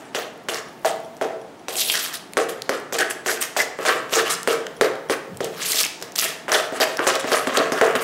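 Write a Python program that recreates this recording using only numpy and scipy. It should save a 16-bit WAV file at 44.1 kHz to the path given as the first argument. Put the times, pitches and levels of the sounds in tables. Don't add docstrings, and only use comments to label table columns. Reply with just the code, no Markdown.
import sys
import numpy as np
from scipy import signal
from scipy.fft import rfft, irfft, next_fast_len
from scipy.io import wavfile
from scipy.ndimage import uniform_filter1d

SR = 44100
rng = np.random.default_rng(int(sys.argv[2]) if len(sys.argv) > 2 else 0)


def gain_from_db(level_db):
    decades = np.asarray(level_db, float) / 20
    return 10 ** decades


def master_out(mix):
    frames = np.transpose(np.atleast_2d(mix))
    ceiling = np.clip(frames, -1, 1)
    pcm = np.round(ceiling * 32767).astype(np.int16)
    wavfile.write(sys.argv[1], SR, pcm)


N = 354123


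def unit(x):
    return x / np.sqrt(np.mean(x ** 2) + 1e-20)


def along(points, hz):
    f, v = np.transpose(points)
    return np.interp(np.log(hz + 1), np.log(f + 1), v)


def filtered(x, response):
    m = next_fast_len(len(x) + SR // 2)
    spectrum = rfft(x, m) * response(np.fft.rfftfreq(m, 1 / SR))
    return irfft(spectrum, m)[:len(x)]


def body(modes):
    def response(f):
        total = 0
        for k, (centre, width, db) in enumerate(modes):
            resonance = 1j * f * width / (centre * centre - f * f + 1j * f * width + 1)
            total = total + (-1) ** k * gain_from_db(db) * resonance
        return total
    return response


def colour(spectrum):
    return lambda hz: gain_from_db(along(spectrum, hz))


def grains(start_s, size, hz, cycles):
    k = np.arange(192)
    phase = k * hz[:, None] / SR
    wave = size[:, None] * np.sin(2 * np.pi * phase) * np.exp(-phase / cycles)
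    where = (start_s * SR).astype(int)[:, None] + k
    return np.bincount(where.ravel(), wave.ravel(), N + SR)[:N]


# start_s, crack_peak_db, wall_ring_db and bowl_hum_db (both above crack), skid_grit_db
KNOCKS = [(0.1469, -19.5, 4.5, 4, -20), (0.485, -14.5, 2, -3.5, -20), (0.8463, -19.5, 7, 8.5, -18),
          (1.2114, -25.5, 11, 15.5, -27), (1.6827, -18, -3, -2, -20.5), (2.369, -13.5, 8.5, 3.5, -18),
          (2.692, -12, 5.5, 0, -24), (2.9236, -18, 1, 1, -20), (2.9844, -10, -9, -10.5, -19),
          (3.26, -15, 2, -3, -19), (3.5637, -22.5, 11, 9.5, -14), (3.787, -31.5, 7, 10, -54),
          (3.851, -18, 6.5, -1, -20), (4.123, -23, 3, 6.5, -21), (4.4733, -10.5, 4, 1.5, -17),
          (4.81, -8.5, 6.5, 2, -19), (5.0965, -15.5, 5, 5, -17.5), (5.404, -24.5, 7.5, 12, -28),
          (6.013, -25, -27, -2.5, -43), (6.0235, -14, -8, -23, -33.5), (6.1552, -18, -5, -30, -42)]
QUICK_KNOCKS = [(6.4802, -30, 16, 13.5, -30), (6.5167, -16.5, 7.5, 2.5, -15), (6.7221, -29.5, 7.5, 10, -33),
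                (6.8003, -11.5, 0, 2, -16.5), (6.991, -22.5, 15.5, 8.5, -35), (7.067, -9, 2.5, 1.5, -12.5),
                (7.2417, -28, 12, 12, -47), (7.317, -12.5, 5, 5.5, -22), (7.47, -21, 10, 7.5, -31),
                (7.5714, -4.5, -13, -2, -34), (7.7195, -13.5, 3.5, -1, -23.5),
                (7.8116, -10.5, 9.5, 5.5, -23), (7.9519, -13, 4.5, -0.5, -20.5)]
# pitch_hz, level_db (per Hz)
CRACK_COLOUR = [(800, -47), (2000, -19), (3500, -4.5), (7000, -3), (12000, -14), (17000, -19)]
# pitch_hz, width_hz, level_db
THUD_MODES = [
    (435, 156, -1),
    (670, 150, -10.5),
]


def knocks():
    crack, wall_push, body_push = push = np.zeros((3, N))
    t = np.arange(256) / SR
    for s, db, wall_db, hum_db, _ in KNOCKS + QUICK_KNOCKS:
        at = round((s + 0.001072) * SR)
        crack[at:at + len(t)] += gain_from_db(db - 60 * t / 0.025) * np.sign(rng.standard_normal(len(t)))
        wall_push[at] = -gain_from_db(db + wall_db + 28.5)
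        body_push[at] = -gain_from_db(db + hum_db + 40.5)
    push[1:] = signal.lfilter(np.hanning(18) / 8, 1, push[1:])
    late_push = np.roll(body_push, shift=40)
    clack = filtered(wall_push, body([(1800, 680, 1)]))
    clack += filtered(late_push / grip(), body(THUD_MODES[:1]))
    clack -= filtered(late_push * grip(), body(THUD_MODES[1:]))
    return filtered(crack, colour(CRACK_COLOUR)) + clack + wall_ring(wall_push) + hum(body_push)


# pitch_hz, width_hz, level_db
WALL_MODES = [(1110, 240, -3.5), (1332, 145, 0.5), (1518, 380, -2), (1784, 680, -4), (2870, 640, -13.5)]


def wall_ring(force):
    return filtered(force, body(WALL_MODES))


# pitch_hz, width_hz, level_db
HUM_MODES = [(270, 60, -7), (295.3, 93, -5.5), (373.5, 21.4, -2.5), (412.8, 10.3, -4), (453.5, 29.5, 3),
             (535.5, 9.2, -3), (606, 34, -5), (658.3, 44.6, -2.5), (708.7, 31, -6), (754, 89, -7.5)]


def hum(force):
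    return filtered(force / grip(), body(HUM_MODES[:6])) + filtered(force * grip(), body(HUM_MODES[6:]))


# time_s, level_db
GRIP = [(0, 2), (.6, -0.5), (.84, 6.5), (1.2, 2.5), (1.7, 2), (2.7, -3.5), (2.93, 0.5), (3.3, -0.5),
        (3.57, 5.5), (3.78, -7), (3.85, 4), (3.92, -4), (4.2, 1.5), (4.8, -3.5), (6.5, 2.5), (7.1, 1),
        (7.35, 1.5), (8.03, -0.5)]


def grip():
    s, db = np.transpose(GRIP)
    return gain_from_db(np.interp(np.arange(N) / SR, s, db))


SKID_FADE = (290, 226, 211)
# deepest_s, width_s, grit_db, wall_ring_db
# and bowl_hum_db (both above grit)
SWEEPS = [(0.0, 0.085, -45, 9.5, 7.5), (0.19, 0.048, -32, 3, -3), (0.555, 0.036, -27.5, 3.5, 6),
          (0.878, 0.033, -30, 0, 4), (2.404, 0.026, -32.5, -12.5, 10.5), (2.742, 0.03, -33, 2, -8),
          (2.948, 0.018, -29, 4.5, -5), (3.011, 0.013, -21.5, 1, 6), (3.302, 0.043, -19, -7, -6),
          (3.603, 0.043, -24.5, -2, 2), (3.822, 0.042, -29, 3.5, 0), (3.892, 0.042, -21.5, 4, 5.5),
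          (3.95, 0.062, -36.5, 15, 8), (4.15, 0.041, -16.5, -1, -5.5), (4.189, 0.03, -24, 10.5, 4.5),
          (4.27, 0.03, -27, 6.5, -4), (4.529, 0.028, -25, 3, -6), (4.851, 0.026, -33.5, 13, 12),
          (5.128, 0.013, -31, 15, -3), (5.45, 0.018, -30.5, 2, -11), (5.75, 0.017, -49, 0, 17),
          (6.26, .05, -51, -3, 15),
          (6.545, 0.045, -24, 6, -0.5), (6.584, 0.017, -38, 4, 8), (6.5, 0.014, -30, 9, 4),
                (6.62, 0.066, -35.5, 7, -5), (6.769, 0.021, -30.5, 8.5, -2), (6.82, 0.017, -22, 3, -10),
                (6.87, 0.09, -34, 7, -5), (7.042, 0.027, -27, 0, 2), (7.093, 0.027, -26, 11, -30),
                (7.15, 0.019, -25.5, 6, 5), (7.283, 0.023, -31.5, 7, -2), (7.341, 0.051, -23, 7, -13),
                (7.4, 0.2, -35, 6, -12), (7.53, 0.015, -49, 14, 2), (7.605, 0.06, -35.5, 19, 10),
                (7.68, 0.055, -47, 17, 21), (7.782, 0.023, -29.5, 7, -5), (7.85, 0.05, -31, -3, 6.5),
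                (7.9, 0.044, -38.5, 18, 15), (8.02, 0.016, -26, 1, -3)]
# start_s, rise_s, hold_s, grit_db, wall_ring_db (above grit)
SCRAPES = [(1.721, 0.063, 0.031, -18.5, -13), (1.817, 0.028, 0.031, -25.5, -24),
           (1.873, 0.018, 0.05, -22.5, -18), (1.927, .025, 0.021, -23, -10),
           (1.982, 0.017, 0.032, -25, -13), (2.034, 0.011, 0.041, -31.5, 3), (2.126, 0.013, 0.013, -27, -4),
           (2.484, 0.0038, 0.0056, -22.5, -4), (3.095, 0.0063, 0.0062, -23.5, -1.5),
           (3.402, .012, 0.021, -21.5, -2.5), (4.294, 0.005, 0.025, -18.5, 2.5),
           (5.521, 0.076, 0.055, -33.5, 5), (5.599, 0.022, 0.043, -29, -8), (5.654, 0.058, 0.1, -18.5, -10),
           (5.767, 0.032, 0.044, -32.5, 1.5), (6.153, 0.0027, 0.0055, -26, -15),
           (6.174, 0.012, 0.0039, -19.5, -5.5), (6.209, 0.017, 0.025, -22.5, -2),
           (6.23, 0.0063, 0.017, -31, -6), (6.274, 0.0072, 0.04, -31, -3), (7.192, 0.0046, 0.0053, -27, 3),
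           (7.534, 0.025, 0.0077, -25, 9)]


def pressure():
    level = np.full((3, N + SR), 1e-6)
    t = np.arange(SR // 2) / SR
    bite = np.minimum(t / 0.007, 1)
    skid_late_s, skid_wall_db, skid_hum_db = 0.0012, -6, -3
    for s, crack_db, wall_db, hum_db, grit_db in KNOCKS + QUICK_KNOCKS:
        db = np.array([grit_db, crack_db + wall_db + skid_wall_db, crack_db + hum_db + skid_hum_db])
        at = round((s + skid_late_s) * SR) + SR // 2
        level[:, at:at + len(t)] += gain_from_db(db[:, None] - np.outer(SKID_FADE, t)) * bite
    edge_db, lingers = 16.5, 1.56
    for s, width, grit_db, wall_db, hum_db in SWEEPS:
        u = (t - t[-1] / 2) / width
        swell_db = grit_db - edge_db * np.where(u < 0, u, u / lingers) ** 2
        at = round(s * SR) + SR // 4
        level[:, at:at + len(t)] += gain_from_db(swell_db + np.array([[0], [wall_db], [hum_db]]))
    rise_db, lift_db_per_s, scrape_hum_db = 10.5, 487, -14
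    for s, rise, hold, grit_db, wall_db in SCRAPES:
        shape_db = grit_db - rise_db * np.maximum(1 - t / rise, 0)
        shape_db -= lift_db_per_s * np.maximum(t - rise - hold, 0)
        at = round(s * SR) + SR // 2
        level[:, at:at + len(t)] += gain_from_db(shape_db + np.array([[0], [wall_db], [scrape_hum_db]])) * bite
    return level[:, SR // 2:][:, :N]


# pitch_hz, level_db (per Hz)
GRIT_COLOUR = [(880, -13.5), (1500, -22), (2800, 2), (3090, 3), (4020, -0.5), (8290, 1), (9420, -1.5),
               (12400, -2.5), (15500, -12)]


def scrape():
    grit_level, wall_level, hum_level = pressure()
    when, chance, _ = rng.random((20000, 3)).T
    pitch_hz = np.clip(6000 * np.exp(0.656 * rng.standard_normal(len(when))), 1500, 21000)
    size = gain_from_db(2.9 * np.minimum(-np.log(chance), 3))
    crunch = unit(grains(when * N / SR, size, pitch_hz, cycles=2.5))
    hiss = unit(filtered(rng.standard_normal(N), colour(GRIT_COLOUR)))
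    crunch = filtered(crunch, colour([(700, -20), (2000, .1)]))
    grit = patchy(crunch + gain_from_db(-1) * hiss, patchy_db=3.0, clumpy_db=2.0)
    bare = np.minimum(grit_level / hum_level, 4.5) ** 1.28
    coarse = np.minimum(wall_level / grit_level, 1) ** 0.78
    grit -= (1 - coarse) * filtered(grit, colour([(2300, -1.5), (4200, -20)]))
    sizzle = filtered(grit, colour([(6000, -21.5), (11000, -7.0)]))
    wall = wall_ring(wall_level * rough_drive(rate=1500, spread_db=5.5))
    drone = hum(hum_level * rough_drive(rate=500, spread_db=5.0))
    return gain_from_db(-5.0) * grit_level * (grit + (0.4 * bare - 1) * sizzle) + gain_from_db(7) * wall + gain_from_db(14) * drone


def patchy(x, patchy_db, clumpy_db):
    z = signal.stft(x, nperseg=128)[2]
    field = rng.standard_normal(z.shape)
    for _ in range(2):
        field = uniform_filter1d(uniform_filter1d(field, size=6, axis=0), size=14, axis=1)
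    bursts = uniform_filter1d(rng.standard_normal(z.shape[1]), size=2)
    gain = gain_from_db(patchy_db * unit(field) + clumpy_db * unit(bursts))
    return unit(signal.istft(z * gain, nperseg=128)[1][:N])


def rough_drive(rate, spread_db):
    kick = (rng.random(N) < rate / SR) * rng.standard_normal(N)
    return unit(kick * gain_from_db(spread_db * np.minimum(rng.exponential(size=N), 2)))


# start_s, peak_db,
# pitch_hz
SNAPS = [(0.1988, -24, 2630), (1.168, -26, 5840), (1.7556, -11, 3220), (1.796, -3, 6400), (1.85, -9, 3850),
         (1.8996, 1.5, 3300), (1.9545, -1.5, 3300), (2.0503, -10, 3030), (2.335, -18.5, 2200),
         (2.6207, -7, 4260), (3.3745, -14, 2520), (3.426, -1.5, 6040), (3.5978, -19, 2930),
         (3.886, -4, 4830), (4.0954, -19, 2730), (4.1895, -9, 3120), (4.4314, -9.5, 7450),
         (4.6674, -16, 6540), (4.77, -30, 4500), (5.345, -31, 3200), (6.002, -23, 6000), (6.549, -5, 5200),
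         (6.816, -6, 4860), (7.5713, 0, 3200), (4.9555, -20, 3420), (5.3719, -17, 8400), (5.4453, -7, 7800),
         (5.7198, 2, 5750), (5.8655, -7.5, 5000), (6.121, -18.5, 6340), (6.189, 6, 5000), (6.1965, 3, 6300),
         (6.8314, 0.5, 2630), (6.9713, -6, 5300), (7.1547, -4, 5250), (7.7, -25, 5030),
         (0.5448, -7, 5170), (1.7913, -6, 9430), (1.8163, -4, 6680), (1.8925, -5, 10000), (1.919, -3, 8010),
         (1.9252, -5, 3190), (1.943, -3, 10550), (1.9934, -7, 10030), (1.9985, -8, 8740),
         (2.0019, -14, 3100), (2.3349, -13, 8800), (2.7998, -22, 9500), (2.967, -12, 7750),
         (2.989, -1, 7840), (3.0063, -3, 1940), (3.11, -11.5, 2470), (3.2697, -7, 6930), (3.283, -9, 6590),
         (3.4374, -8, 8830), (3.602, -4, 1980), (3.911, -12, 1774), (4.1589, -2, 8300), (4.267, -14, 2900),
         (4.3141, -4, 8530), (4.668, -11, 1820), (5.3719, -19, 8150), (5.4088, -16, 5730),
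         (5.6336, -14, 3530), (5.7456, -6, 5470), (5.7586, -3, 5600), (5.762, -8, 5080), (5.7749, -5, 5300),
         (5.7949, -7, 10770), (5.8033, 3, 8230), (5.808, -0.5, 4400), (5.8327, 0, 5640), (5.85, -1.5, 7060),
         (6.16, -2, 5900), (6.183, -5, 6160), (6.2037, -6, 7280), (6.2074, -7, 2810), (6.2115, -5, 5860),
         (6.215, -7, 6300), (6.2262, -3, 12500), (6.243, -3, 7580), (6.2483, -6, 7200), (6.2634, -21, 2280),
         (6.5526, -5, 3490), (7.078, -7, 1810), (7.1611, -11, 7020), (7.2103, -11, 3360),
         (7.3316, -3, 5170), (7.3356, -6, 4800), (7.338, -11, 4260), (7.473, -10, 2930), (7.963, -7, 2800)]


def snaps():
    s, db, hz = np.transpose(SNAPS)
    late = rng.random((len(s), 8)) ** 2
    shift = rng.standard_normal((len(s), 8))
    spit_hz = np.clip(1.6 * hz[:, None] * np.exp(0.52 * shift), 1500, 21000)
    spit_s = s[:, None] + 0.002 * late
    spit_size = gain_from_db(db[:, None] - 13 - 3.6 * late)
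    spit = grains(spit_s.ravel(), spit_size.ravel(), spit_hz.ravel(), cycles=1.8)
    pops = gain_from_db(-3) * grains(s, gain_from_db(db), hz, cycles=1.7)
    return filtered(pops + spit, lambda f: (1j * f / (1500 + 1j * f)) ** 2)


# middle_s, pitch_hz, level_db, spread_s
CLUMPS = [(0.545, 5000, -36, 0.0075), (1.792, 6000, -25, 0.012), (1.863, 3500, -29.5, 0.0088),
          (1.907, 2760, -25, 0.0078), (1.957, 1720, -25.5, 0.016), (2.045, 3240, -31, .008),
          (2.136, 5900, -34, .008), (2.951, 6300, -31, .007), (2.988, 2420, -28, 0.0033),
          (3.007, 3120, -32, 0.0067), (3.305, 5300, -33, 0.0073), (3.433, 2020, -31, 0.0099),
          (4.271, 3000, -27.5, 0.0087), (4.32, 8450, -24, 0.013), (4.326, 5500, -26, 0.016),
          (5.714, 4500, -31, 0.0085), (5.76, 3150, -31, 0.011), (5.786, 8200, -26, 0.014),
          (5.846, 2500, -26.5, 0.0068), (5.861, 2210, -30, 0.0016), (6.241, 12800, -23, 0.006),
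          (6.234, 2900, -25, 0.01), (6.248, 7550, -27, 0.0064), (6.264, 2120, -30, .005),
          (6.53, 5500, -17.5, 0.011), (6.55, 3360, -22, 0.0055), (6.813, 5150, -21, .005),
          (0.152, 2980, -33, 0.0037), (0.493, 3000, -29, 0.0035), (5.643, 3500, -39, 0.018),
          (5.699, 7700, -19, 0.016), (6.221, 11500, -20, 0.006), (7.33, 4830, -26, 0.0064),
          (7.589, 4500, -26, 0.0046)]


def clumps():
    s, hz, db, length = np.transpose(CLUMPS)[..., None]
    late, shift, size = np.moveaxis(rng.standard_normal((len(s), 30, 3)), 2, 0)
    grain_s = s + length * np.clip(late, -1, 2)
    grain_hz = hz * np.exp(.11 * shift)
    return grains(grain_s.ravel(), gain_from_db(db + 3.1 * size).ravel(), grain_hz.ravel(), cycles=4)


# start_s, end_s, start_hz, end_hz, level_db
FURROWS = [
    (1.875, 1.96, 4550, 1600, -31),
    (6.819, 6.844, 5570, 1830, -36),
]


def furrows():
    out = 0
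    for start, end, start_hz, end_hz, db in FURROWS:
        u, scatter, size = rng.random((3, 60))
        hz = start_hz * (end_hz / start_hz) ** u * (1.13 + 0.14 * scatter)
        grain_size = gain_from_db(db + 5.9 * size) * np.sin(np.pi * u)
        out = out + grains(start + u * (end - start), grain_size, hz, cycles=3)
    return out


# middle_s, pitch_hz, level_db
POCKETS = [(3.013, 1690, -23), (3.3, 1655, -23.5), (3.9, 1670, -32), (3.1, 1700, -35), (6.555, 1500, -26),
           (7.9, 1300, -31), (7, 1400, -29), (7.86, 1020, -31), (7.785, 1390, -29), (3.6, 1870, -21.5),
           (3.893, 1590, -20.5), (4.19, 1550, -24), (4.529, 1400, -32), (0.165, 2970, -35),
           (2.14, 1720, -39), (6.541, 1860, -24), (6.824, 1780, -25), (7.349, 1670, -32),
           (7.606, 1280, -30)]


def pockets():
    s, hz, db = np.transpose(POCKETS)[..., None]
    late, shift, size = np.moveaxis(rng.standard_normal((len(s), 40, 3)), 2, 0)
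    pop_s = s + 0.010 * late
    pop_hz = hz * np.exp(0.086 * shift)
    return grains(pop_s.ravel(), gain_from_db(db + 2.3 * size).ravel(), pop_hz.ravel(), cycles=9.4)


# start_s, peak_db, pitch_hz
BUBBLES = [(.339, -46, 12000), (.377, -42, 10500), (.437, -44, 11000), (.731, -46, 12500),
           (.795, -43, 11500), (.818, -45, 9500), (.832, -45, 8500), (.839, -41, 12000), (.962, -38, 12000),
           (1.0025, -37, 8000), (1.0364, -41, 13000), (1.0604, -41, 5200), (1.1508, -43, 12000),
           (1.1754, -41, 8000), (2.325, -40, 12000), (2.6314, -38, 5500), (2.6434, -40, 11000),
           (2.8114, -41, 9000), (6.1428, -42, 12500), (6.156, -19, 6000), (6.1918, -11, 5630),
           (6.6844, -36, 11000), (6.7224, -35, 13500)]


def bubbles():
    s, db, hz = np.transpose(BUBBLES)
    pops = grains(s, gain_from_db(db + 9), hz, cycles=1.4)
    pops += grains(s + .0007, gain_from_db(db + 4), 1.37 * hz.clip(0, 11000), cycles=1.6)
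    return filtered(pops, lambda f: (1j * f / (4000 + 1j * f)) ** 3)


# pitch_hz, level_db
RIM_MODES = [(1050, 2), (2700, 0), (3820, -1), (5860, -3)]
# start_s, peak_db
RIM_TAPS = [
    (1.6838, -20),
    (2.3702, -20),
    (4.8112, -18),
    (2.6932, -22),
]


def rim():
    s, db = np.transpose(RIM_TAPS)
    out = 0
    for hz, mode_db in RIM_MODES:
        out = out + grains(s, gain_from_db(db + mode_db), np.full(len(s), hz), cycles=hz * .0016)
    return out


# start_s, peak_db, pitch_hz, t60_s (time to fall 60 dB)
THUMPS = [(5.315, -23.5, 187, 0.12), (5.33, -25.5, 103, 0.24), (6.724, -11.5, 283, 0.018),
          (6.992, -8, 298, 0.028), (7.244, -10.5, 283, 0.023), (7.471, -9, 261, 0.043),
          (7.598, -8, 297, 0.037), (7.721, -4, 270, 0.02), (7.955, -16.5, 255, 0.072)]


def thumps():
    out = np.zeros(N + SR)
    t = np.arange(SR // 4) / SR
    for s, db, hz, t60 in THUMPS:
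        tone = np.sin(2 * np.pi * hz * t)
        deep = 0.14 * gain_from_db(25 * t / t60) * np.sin(2 * np.pi * 0.577 * hz * t)
        soft_start = 1 - np.exp(-t / 0.002)
        out[round(s * SR):][:len(t)] += gain_from_db(db - 60 * t / t60) * (tone + deep) * soft_start
    return out[:N]


# pitch_hz, level_db, t60_s
BANGLE_MODES = [(3300, 6, 0.033), (5660, 11, 0.013), (9840, 4, 0.05)]
# start_s, peak_db
TINKS = [(0.0538, -73), (0.6848, -69), (1.0475, -69), (1.415, -71), (1.595, -74), (4.7665, -65),
         (5.088, -65)]


def bangle():
    t = np.arange(SR // 8) / SR
    ring = sum(gain_from_db(db - 60 * t / t60) * np.sin(2 * np.pi * hz * t) for hz, db, t60 in BANGLE_MODES)
    s, db = np.transpose(TINKS)
    touches = np.zeros(N)
    touches[(s * SR).astype(int)] = gain_from_db(db + 17.0)
    return signal.fftconvolve(touches, ring)[:N]


# pitch_hz, t60_s
KITCHEN_FADE = [(150, 0.4), (400, 0.73), (1000, 0.7), (2800, 0.55), (7000, 0.5), (15000, 0.28)]


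def kitchen(x):
    step = SR // 4
    out = np.zeros(N + 2 * SR)
    fade = np.hanning(2 * step)
    x = np.pad(x, (step, 2 * step))
    for at in range(0, N + step, step):
        hz, t, z = signal.stft(rng.standard_normal(3 * step), SR, nperseg=256)
        dying = gain_from_db(-60 * t / along(KITCHEN_FADE, hz)[:, None])
        tail = signal.istft(z * dying, SR, nperseg=256)[1]
        tail *= 1 - np.exp(-np.arange(len(tail)) / SR / 0.013)
        echo = signal.fftconvolve(x[at:at + 2 * step] * fade, tail / np.linalg.norm(tail))
        out[at:at + len(echo)] += echo
    return out[step:step + N]


# time_s, level_db
RUMBLE = [(0, -61), (0.9, -46), (1.9, -58), (2.45, -49), (3.5, -59.5), (4.0, -45.5), (5.252, -47),
          (5.5, -39), (5.75, -52.5), (7.2, -48.5), (8.03, -39)]
# pitch_hz, level_db (per Hz)
RUMBLE_COLOUR = [(60, -34), (100, -7), (125, 10), (180, 11), (260, -12), (330, -26)]
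# pitch_hz, level_db (per Hz)
HOUSE_COLOUR = [(15, -48), (25, -1), (104, -9), (129, -4.5), (173, -7.5), (260, -3), (378, -7), (567, -12),
                (703, -6.5), (804, -12.5), (895, -8), (970, -15), (9500, -37.5), (15500, -59)]


def house():
    s, db = np.transpose(RUMBLE)
    rumble = unit(filtered(rng.standard_normal(N), colour(RUMBLE_COLOUR)))
    rumble *= gain_from_db(np.interp(np.arange(N) / SR, s, db))
    steady = unit(filtered(rng.standard_normal(N), colour(HOUSE_COLOUR)))
    return rumble + gain_from_db(-42) * steady


def scene():
    squelch = pockets()
    near = knocks() + scrape() + snaps() + clumps() + furrows() + bubbles() + rim() + thumps() + bangle()
    louder_lows = colour([(400, -2.0), (2000, -1.5), (8000, -6.0)])
    echoes = filtered(kitchen(near + gain_from_db(-3.5) * squelch), louder_lows)
    return (near + squelch + gain_from_db(-4.5) * echoes + house())[None]


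def roll_off(x):
    return signal.sosfilt(signal.butter(12, 16970, fs=SR, output="sos"), x)


def record(dry):
    top_hz = 15750
    rounded = dry[0] / (1 + np.abs(dry[0] / .74) ** 4) ** (1 / 4)

    def microphone(hz):
        bass_cut = (1j * hz / 110 / (1 + 1j * hz / 110)) ** 3
        return bass_cut * np.where(hz < top_hz, 1, gain_from_db(-44)) * (hz < top_hz + 1300)

    kept = filtered(rounded, microphone)
    kept += 0.05 * filtered(rounded ** 2, lambda hz: (hz > 12) / (1 + (hz / 90) ** 2))
    return roll_off(kept[None])


dry = scene()
out = record(dry)
master_out(out)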